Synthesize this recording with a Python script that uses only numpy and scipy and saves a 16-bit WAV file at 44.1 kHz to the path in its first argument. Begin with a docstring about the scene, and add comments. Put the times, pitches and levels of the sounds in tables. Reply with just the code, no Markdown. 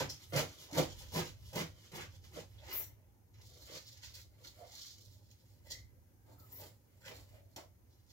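"""In a small soft room, a knife saws through bunches of fresh greens over a wide metal tray.
Then a hand rakes, lifts and drops the leaves, and the blade scrapes metal twice.
Breaking fibres are dense random clicks; the same kind of clicks, through resonances, make the tray boom,
the blade ring and short rubs sing. Single stems snap as decaying bursts over a wavering low hum.
Two microphone ports a few centimetres apart hear it all."""
import sys
import numpy as np
from scipy import signal
from scipy.fft import rfft, irfft
from scipy.io import wavfile
from scipy.ndimage import uniform_filter1d

SR = 44100
rng = np.random.default_rng(int(sys.argv[2]) if len(sys.argv) > 2 else 0)


def to_wav(sig):
    """Store sig (one row per channel, or 1-D mono) as 16-bit WAV at the path in sys.argv[1].

    Samples outside -1..1 are clipped; the rate is SR.
    """
    pcm = np.clip(np.atleast_2d(sig), -1, 1) * 32767
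    pcm = np.round(pcm).astype(np.int16)
    wavfile.write(sys.argv[1], SR, pcm.T)  # frames by channels


N = 358091
T = np.arange(N) / SR  # time of every sample [s]


def undb(db):
    """Turn decibels into an amplitude factor."""
    return 10 ** (np.asarray(db) / 20)


def unit(x):
    """Scale to an average (RMS) strength of 1."""
    return x / np.sqrt(np.mean(x ** 2))


def band(x, lo_hz, hi_hz, order=3):
    """Keep the pitches between two edges."""
    sos = signal.butter(order, [lo_hz, hi_hz], "band", fs=SR, output="sos")
    return signal.sosfilt(sos, x)


def colour(x, points, size=4096):
    """Filter through (frequency [Hz], gain [dB]) points, built from the cepstrum so nothing sounds early."""
    hz, db = np.transpose(points)
    f = np.maximum(np.arange(size // 2 + 1) * SR / size, 1)
    log_gain = np.interp(np.log(f), np.log(hz), db) * np.log(10) / 20
    cepstrum = irfft(log_gain)
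    # folding the second half onto the first makes the filter causal
    cepstrum[1:size // 2] *= 2
    cepstrum[size // 2 + 1:] = 0
    response = irfft(np.exp(rfft(cepstrum)))
    return signal.fftconvolve(x, response)[:N]


def resonate(x, peaks):
    """Add up (frequency [Hz], width [Hz], level [dB]) resonances with alternating signs."""
    out = 0
    for k, (hz, width_hz, db) in enumerate(peaks):
        b, a = signal.iirpeak(hz, hz / width_hz, SR)
        out = out + (-1) ** k * undb(db) * signal.lfilter(b, a, x)
    return out


def walk(rate):
    """Wandering level: random steps, `rate` per second, smoothed twice."""
    k = int(SR / rate)
    steps = np.repeat(rng.standard_normal(N // k + 1), k)
    return 0.97 * uniform_filter1d(uniform_filter1d(steps, k), k)[:N]


def crackle(per_s, spread_db):
    """Clicks at random moments, many small and a few large."""
    hit = rng.random(N) < per_s / SR
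    size = np.minimum(rng.exponential(size=N), 4.0)
    sign = np.sign(rng.standard_normal(N))
    return unit(hit * sign * undb(spread_db * size))


def curve(table):
    """Read the columns of a time table at every sample."""
    s, *columns = np.transpose(table)
    return [np.interp(T, s, column) for column in columns]


def burst(s, db, rise_s, fall_s, hold_s=0., gain_db=0.):
    """Gain of one movement: swell up to s, hold, fade; rise and fall are times for 20 dB."""
    held = np.clip((T - s) / max(hold_s, 1e-4), 0, 1)
    rise_db = -20 * np.maximum(s - T, 0) / rise_s
    fall_db = -20 * np.maximum(T - s - hold_s, 0) / fall_s
    return undb(db + gain_db * held + rise_db + fall_db)


def blend(moves):
    """Add movements (gain, boom [dB], stem [dB], crispness [dB]) in power, giving four layer gains."""
    power = 0
    for gain, *over_db in moves:
        layers = np.array([gain * undb(db) for db in (0, *over_db)])
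        power = power + layers ** 2
    return np.sqrt(power)


# balance of faint air and microphone hiss: (frequency [Hz], relative level [dB per Hz])
AIR_COLOUR = [(100, -12.5), (137, -19.5), (300, -22.5), (540, -34.5), (830, -43.5), (1600, -41.5),
              (2200, -44), (3500, -51), (6500, -41.5), (7600, -48), (8500, -47), (10500, -43.5),
              (13000, -39.5), (15800, -41.5)]
AIR_DB = -71.5  # around which the level wanders
# low hum and the rumble under it: (time [s], hum level [dB], rumble level [dB])
HUM_LEVELS = [(0.0, -48.5, -46), (0.2, -68, -69), (0.38, -53, -54), (0.63, -68, -69.5), (0.85, -60, -53),
              (1.74, -58, -58), (1.85, -67.5, -71), (2.03, -59, -59), (2.87, -62.5, -59), (3.2, -69, -70.5),
              (3.42, -63.5, -59), (3.91, -64.5, -69), (4.14, -62.5, -61.5), (4.85, -71.5, -69.5),
              (5.06, -62, -61), (5.4, -66.5, -73.5), (5.79, -62.5, -58), (6.08, -67, -65.5),
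              (6.67, -60.5, -68), (6.87, -70, -73), (7.15, -59.5, -62), (8.12, -70.5, -68.5)]


def background():
    """Air and hiss shared by the ports in the bass only, over noise bands for a wavering hum and rumble."""
    shared, left, right = (colour(rng.standard_normal(N), AIR_COLOUR) for _ in range(3))
    air = np.array([left, right])
    b, a = signal.butter(1, 250, fs=SR)
    air = air + signal.lfilter(b, a, shared - air)
    air = band(air, 110, 19000, order=2)
    air = unit(air) * undb(AIR_DB + .8 * walk(1.0))
    hum_db, rumble_db = curve(HUM_LEVELS)
    # two noises common to both ports, then one for each port
    noise = rng.standard_normal((4, N))
    own = noise[2:]
    hum = unit(band(noise[0] + 0.1 * own, 89.7, 112.4, order=2)) * undb(hum_db)
    rumble = unit(band(noise[1] + 0.88 * own, 52.6, 89.6, order=2)) * undb(rumble_db)
    deep = unit(band(own + noise[1], 40, 59.6, order=2)) * undb(rumble_db - 11.0)
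    return air + (hum + rumble + deep) * undb([[-1.3], [1.3]])  # right port hears more hum


# resonances of the tray: (frequency [Hz], width [Hz], relative level [dB])
TRAY_MODES = [(148.5, 16.2, 7), (232, 37, -2), (284, 48, 1.5), (361, 37, 1), (396, 40, -2), (500, 58.5, 0),
              (602, 102, -3), (784, 59, -4.5), (955, 145, -9.5)]
STEM_HZ, LEAF_HZ, CRISP_HZ = (900, 2900), (2900, 7750), (7900, 17000)


def leaves(points, gains, per_s, spread_db, clump_db, push_hz):
    """Fibres break in clumps, thin leaf high and thick stem lower; slower slips push the tray."""
    def fibres():
        clumps_db = clump_db * (walk(80) + 0.28 * walk(30))
        return colour(crackle(per_s, spread_db) * undb(clumps_db), points)

    leaf, stem = fibres(), fibres()
    slips = crackle(900, 2.42) * undb(clump_db * walk(50))
    boom = unit(resonate(band(slips, push_hz, 3900, order=2), TRAY_MODES))
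    rustle = unit(band(leaf, *LEAF_HZ, order=7))
    thick = unit(band(stem, *STEM_HZ, order=4))
    crisp = unit(band(leaf, *CRISP_HZ, order=7))
    return np.sum(gains * (rustle, boom, thick, crisp), axis=0)


# knife strokes: (time the edge touches [s], time fully in [s], crackle level [dB], cut length [s],
# tray boom over the crackle [dB], stems over the crackle [dB])
STROKES = [(-0.1, -0.02, -38, 0.019, 5.2, 1), (0.322, 0.37, -38, 0.025, 5.8, -0.5),
           (0.723, 0.778, -39, 0.023, 8.6, -2.5), (1.119, 1.167, -43, 0.027, 7.5, 1),
           (1.53, 1.566, -43.5, 0.044, 4.6, -3), (1.914, 1.953, -51.5, 0.069, 2.9, 1),
           (2.308, 2.368, -53.5, 0.027, 3.5, -2)]
STROKE_RISE_S, STROKE_FALL_S = 0.054, 0.051  # time for 20 dB
# crispness over the crackle at the touch, its change, and how long the change takes
STROKE_CRISP_DB, STROKE_DULLS_DB, STROKE_DULLS_S = -1.5, -8.5, .11
# blade and bunch shifted between cuts: (time [s], crackle level [dB], rise for 20 dB [s],
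# fall for 20 dB [s], crispness over the crackle [dB])
BLADE_SHIFTS = [(0.102, -55, 0.0033, 0.13, -6), (0.229, -59, 0.11, 0.08, -6), (0.301, -69, 0.032, 0.09, 6),
                (0.5, -60, 0.11, 0.13, -8), (0.638, -57.5, 0.14, 0.066, -5),
                (0.912, -57.5, 0.54, 0.12, -14), (1.019, -54, 0.094, 0.064, -5.5),
                (1.28, -53.5, 0.38, 0.061, -9.5), (1.48, -65, 0.27, 0.28, -5),
                (1.851, -61.5, 0.19, 0.13, -8), (2.153, -65, 0.097, 0.06, -9),
                (2.241, -60, 0.028, 0.09, -6.5), (2.526, -70.5, 0.092, .1, -2)]
SHIFT_BOOM_DB, SHIFT_STEM_DB = -6.5, -7.5  # over the crackle
# balance of the cutting crackle: (frequency [Hz], relative level [dB per Hz])
CUTTING_COLOUR = [(410, -19), (700, -16), (874, -24.5), (995, -15), (1740, -15.5), (2070, -13), (2510, -15),
                  (6680, -17.5), (8020, -24), (12000, -20), (15800, -21.5)]


def knife():
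    """Each stroke bites and bursts through the bunch, crispest as it enters; then the blade is drawn back."""
    moves = []
    for touch, s, db, hold_s, boom_db, stem_db in STROKES:
        gain = (T >= touch) * burst(s, db, STROKE_RISE_S, STROKE_FALL_S, hold_s)
        dulled = np.clip((T - touch) / STROKE_DULLS_S, 0, 1)
        moves.append((gain, boom_db, stem_db, STROKE_CRISP_DB + STROKE_DULLS_DB * dulled))
    for *shape, crisp_db in BLADE_SHIFTS:
        moves.append((burst(*shape), SHIFT_BOOM_DB, SHIFT_STEM_DB, crisp_db))
    return leaves(CUTTING_COLOUR, blend(moves), per_s=5000, spread_db=3.15, clump_db=2.74, push_hz=60)


# short pitched rubs of leaf, blade or finger on the tray: (time [s], length [s], time to fade 60 dB [s],
# frequency [Hz], width of each of two resonances in a row [Hz], level [dB])
TRAY_RUBS = [(0.087, 0.012, 0.17, 5360, 1210, -42.5), (0.324, 0.017, 0.081, 706, 250, -56),
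             (0.674, 0.062, .1, 675, 350, -55.5), (1.119, 0.034, 0.11, 625, 200, -50),
             (1.517, 0.054, 0.12, 650, 250, -50), (2.573, 0.017, .1, 3620, 600, -62.5),
             (2.603, .04, .15, 676, 200, -60.5), (2.747, 0.039, 0.23, 2063, 60, -58),
             (2.754, 0.076, 0.23, 5820, 400, -60.5), (4.56, 0.091, 0.36, 660, 302, -59),
             (5.65, 0.095, 0.33, 2010, 258, -61), (5.726, 0.15, .2, 3230, 50, -87),
             (5.75, 0.6, .2, 1610, 44.7, -88.5), (6.337, 0.09, 0.28, 1260, 150, -72.5),
             (6.492, 0.078, .1, 5700, 250, -68.5), (6.49, 0.075, 0.13, 1970, 150, -76),
             (7.007, 0.05, .1, 1560, 500, -66), (7.3, 0.053, 0.71, 595, 149, -65),
             (7.558, 0.02, 0.14, 660, 380, -49.5)]


def rubs():
    """Friction noise in one narrow resonance: it swells while the contact lasts, then fades."""
    out = 0
    friction = crackle(6000, 2.3) * undb(0.89 * walk(54))
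    for s, length_s, t60_s, hz, width_hz, db in TRAY_RUBS:
        mode = [(hz, width_hz, 0)]
        tone = unit(resonate(resonate(friction, mode), mode))
        rise = np.sin(np.pi / 2 * np.clip((T - s) / (0.83 * length_s), 0, 1))
        fade_db = -60 * np.maximum(T - s - length_s, 0) / t60_s
        out = out + tone * rise * undb(db + fade_db)
    return out


# single stems that break: (time [s], crack level before colouring [dB], push on the tray over it [dB])
STEM_SNAPS = [(0.099, -31.5, -14), (0.334, -35, -13), (0.3613, -23.5, -2.5), (0.7123, -41, -21),
              (0.7301, -36, -5.5), (0.7492, -31, -2), (0.7815, -27, -1), (0.9202, -42, -11),
              (1.1246, -42.5, -1), (1.1415, -33.5, -8), (1.1584, -30, -3), (1.169, -33, -16),
              (1.5321, -51, 8), (1.5571, -30, 1), (1.919, -44, -5), (1.9605, -45, -12), (2.36, -44, -7),
              (2.728, -36.5, -34), (2.7547, -41, -31), (3.416, -50.5, -26), (3.7095, -44, -11.5),
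              (3.7523, -39, -15), (3.9737, -51, -22), (4.0277, -50, -34), (4.1403, -48, -30),
              (4.155, -48, -13), (4.4472, -41, -22), (4.719, -53, -21), (4.8238, -57, -22),
              (4.8586, -46.5, -30), (4.9822, -47.5, -17), (5.3123, -48.5, -30), (5.7027, -49, -4.5),
              (6.3987, -51.5, -7), (6.6128, -44, -5.5), (7.0584, -43, -8), (7.5619, -33, -16),
              (8.106, -54, -13)]
# tone of a snap: (frequency [Hz], gain [dB])
SNAP_TONE = [(500, -25.5), (2000, -10.5), (5000, -2.5), (7200, -2.5), (8300, -14.5), (13000, -12),
             (16000, -10.5)]
CRACK_S, PUSH_S = 0.004, .0004  # decay of the crack; its sharp start and the tray push


def snaps():
    """A sharp crack that frays into noise, and one short push on the tray."""
    crack, knock = np.zeros(N), np.zeros(N)
    for s, db, push_db in STEM_SNAPS:
        after = np.maximum(T - s, 0)
        decay = np.exp(-after / CRACK_S) + 0.72 * np.exp(-after / PUSH_S)
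        crack += undb(db) * (T >= s) * decay
        knock += undb(db + push_db) * after / PUSH_S * np.exp(1 - after / PUSH_S)
    frayed = crack * np.sign(rng.standard_normal(N))
    return colour(frayed, SNAP_TONE) + undb(8) * resonate(knock, TRAY_MODES)


# hand movements in the leaves: (time of the peak [s], rustle level [dB], rise for 20 dB [s],
# fall for 20 dB [s], then over the rustle: tray boom [dB], stems [dB], crispness [dB])
HAND_MOVES = [(2.715, -53.5, 0.12, 0.12, -1.5, 4, -10), (2.81, -58.5, 0.15, 0.063, -0.5, -2, 7.5),
              (3.34, -72.5, 0.012, .3, -1.5, 2, -13), (3.416, -64.5, 0.02, 0.33, -7.5, -16, -5),
              (3.62, -61.5, 0.24, .3, -5, -13, -4.5), (3.69, -61, 0.074, 0.18, -2, -3.5, -2),
              (3.772, -47, 0.11, 0.05, -14, -9.5, -9.5), (3.89, -58.5, .2, 0.15, -21, -12, -7),
              (3.975, -59, 0.082, .06, -19, -13, -12), (4.039, -47.5, .02, 0.066, -23, -12.5, -9),
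              (4.085, -56, 0.11, 0.057, -21, -8, -9.5), (4.143, -49, .008, .08, -26, -16, -6),
              (4.19, -55.5, 0.11, 0.043, -15, -14, -3.5), (4.42, -68.5, 0.12, 0.06, 1.5, -3, -0.5),
              (4.446, -50, .01, 0.068, -12.5, -12, -8), (4.6, -72.5, 0.24, 0.28, 0, 2, 4),
              (4.737, -57, 0.11, 0.18, -16, -9, -7.5), (4.877, -52.5, 0.29, 0.12, -34, -19.5, -9.5),
              (4.985, -67.5, .03, 0.32, -17, -20, -4), (5.13, -69, 0.42, 0.13, -31, -13, -3),
              (5.32, -70, 0.13, 0.17, -26, -11, -8), (5.5, -78, .3, 0.32, -3, -6.5, -2),
              (5.67, -69, .05, 0.057, 5, -1, 2), (5.711, -48, 0.027, 0.082, -13, -18, -7.5),
              (6.262, -77, 0.0089, .6, 10.5, -7.5, 3), (6.52, -70.5, 0.25, .1, -9, -7, 5),
              (6.63, -59.5, 0.14, 0.093, 2, -2.5, 1.5), (7.072, -54.5, 0.035, 0.16, -0.5, 0, -4),
              (7.19, -69.5, 0.29, 0.063, 3.5, 1, 3.5), (7.346, -73, 0.23, 0.12, 1, 0, 2.5),
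              (7.51, -79.5, 0.11, 0.097, 4, -4, -2), (7.57, -55, 0.0089, 0.062, 7, -2, -4),
              (7.943, -78.5, 0.12, .5, -22, -16, -9), (8.12, -63, 0.057, .1, -16, -18, -7)]
STIR_DB, STIR_BOOM_DB = -94, 13.5  # sleeves and loose leaves that never quite rest
# balance of the rustle: (frequency [Hz], relative level [dB per Hz])
RUSTLE_COLOUR = [(410, -24), (700, -16), (1100, -15), (1660, -13), (2070, -7.5), (2480, -12), (4230, 0.5),
                 (5710, -1.5), (7040, -3.5), (8340, -27), (15800, -21)]


def hand():
    """Wet leaves raked and dropped; a light push stirs the higher tray modes."""
    moves = [(burst(*row[:4]), *row[4:]) for row in HAND_MOVES]
    stir = (undb(STIR_DB + walk(10)), STIR_BOOM_DB, 3.0, -2.5)
    gains = blend(moves + [stir])
    return leaves(RUSTLE_COLOUR, gains, per_s=3000, spread_db=4.55, clump_db=3.4, push_hz=330)


# blade edge dragged on metal: (time of contact [s], level then [dB], length [s], gain over the drag [dB])
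DRAGS = [(2.706, -55, .012, -6), (2.728, -44, 0.067, 5), (6.385, -66, 0.11, -12), (6.522, -54.5, 0.092, -5)]
# resonances of the blade: (frequency [Hz], width [Hz], relative level [dB])
BLADE_MODES = [(12000, 140, -17), (12640, 160, -3.5), (13300, 170, -12), (15000, 150, -1.5),
               (15600, 180, -5)]
DRAG_RISE_S, DRAG_FALL_S = .004, 0.03  # time for 20 dB


def scrape():
    """Stick-slip ticks ring the high modes of the blade over a broad metallic hiss."""
    ticks = crackle(3000, 1.7) * undb(1.1 * walk(120))
    ring = unit(resonate(ticks, BLADE_MODES))
    hiss = undb(-3.0) * unit(band(ticks, 11900, 15000, order=2))
    gain = sum(burst(s, db, DRAG_RISE_S, DRAG_FALL_S, hold_s, gain_db)
               for s, db, hold_s, gain_db in DRAGS)
    return gain * (ring + hiss)


ROOM_T60_S, ROOM_DB = 0.22, 4  # time to fade 60 dB; echoes over the direct sound
# close echoes off tray, bowls and floor: time to fade 60 dB, and start level over the late tail
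NEAR_T60_S, NEAR_DB = 0.018, 6
SHARED_BELOW_HZ = 340


def room(x, count=5, dwell_s=.06):
    """Direct sound and a diffuse tail, shared in the bass; the source hops among places with own echoes."""
    t = np.arange(int(.4 * SR)) / SR
    b, a = signal.butter(1, SHARED_BELOW_HZ, fs=SR)
    fade = undb(-60 * t / ROOM_T60_S) + undb(NEAR_DB - 60 * t / NEAR_T60_S)
    k = int(dwell_s * SR)
    place = np.repeat(rng.integers(count, size=N // k + 1), k)[:N]
    wet = 0
    for p in range(count):
        # one tail common to both ports, then one for each
        tails = rng.standard_normal((3, len(t))) * fade * (t > .001)
        tails /= np.sqrt(np.sum(tails ** 2, axis=1, keepdims=True))
        tails = tails[1:] + signal.lfilter(b, a, tails[:1] - tails[1:])
        here = np.sqrt(np.abs(uniform_filter1d(1. * (place == p), k // 2)))
        wet = wet + signal.fftconvolve((here * x)[None], tails, axes=1)[:, :N]
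    lag = 7  # samples by which the right port hears it later
    direct = np.array([x, np.roll(x, lag)])
    return (direct + undb(ROOM_DB) * wet) / np.hypot(1, undb(ROOM_DB))


# where the work happens: (time [s], left minus right level [dB])
WORK_PLACE = [(0.0, -1.5), (2.89, -2), (4.0, -2.5), (5.15, -3), (6.08, 0), (6.63, -2), (7.85, -1.5),
              (8.12, -3)]


def scene():
    """Put greens and scrapes in the room, each with its left-right balance, over the background."""
    side = np.array([[.5], [-.5]])
    balance_db = curve(WORK_PLACE)[0]
    greens = room(knife() + rubs() + snaps() + hand()) * undb(balance_db * side + 1.0)
    metal = room(scrape()) * undb(3.6 * side + 1.5)
    return background() + greens + metal


LEFT_TOP_DB = 2  # the left port hears more of the treble
TOP_HZ = 15780


def record(dry):
    """The microphones lose the deepest bass, lean left in the treble and cut the top steeply."""
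    dry = signal.sosfilt(signal.butter(3, 45, "high", fs=SR, output="sos"), dry)
    b, a = signal.butter(1, 7500, "high", fs=SR)
    treble = signal.lfilter(b, a, dry)
    lean = undb(LEFT_TOP_DB * np.array([[.5], [-.5]]))
    dry = dry + treble * (lean - 1)
    return signal.sosfilt(signal.ellip(12, .2, 80, TOP_HZ, fs=SR, output="sos"), dry)


dry = scene()
out = record(dry)
to_wav(out)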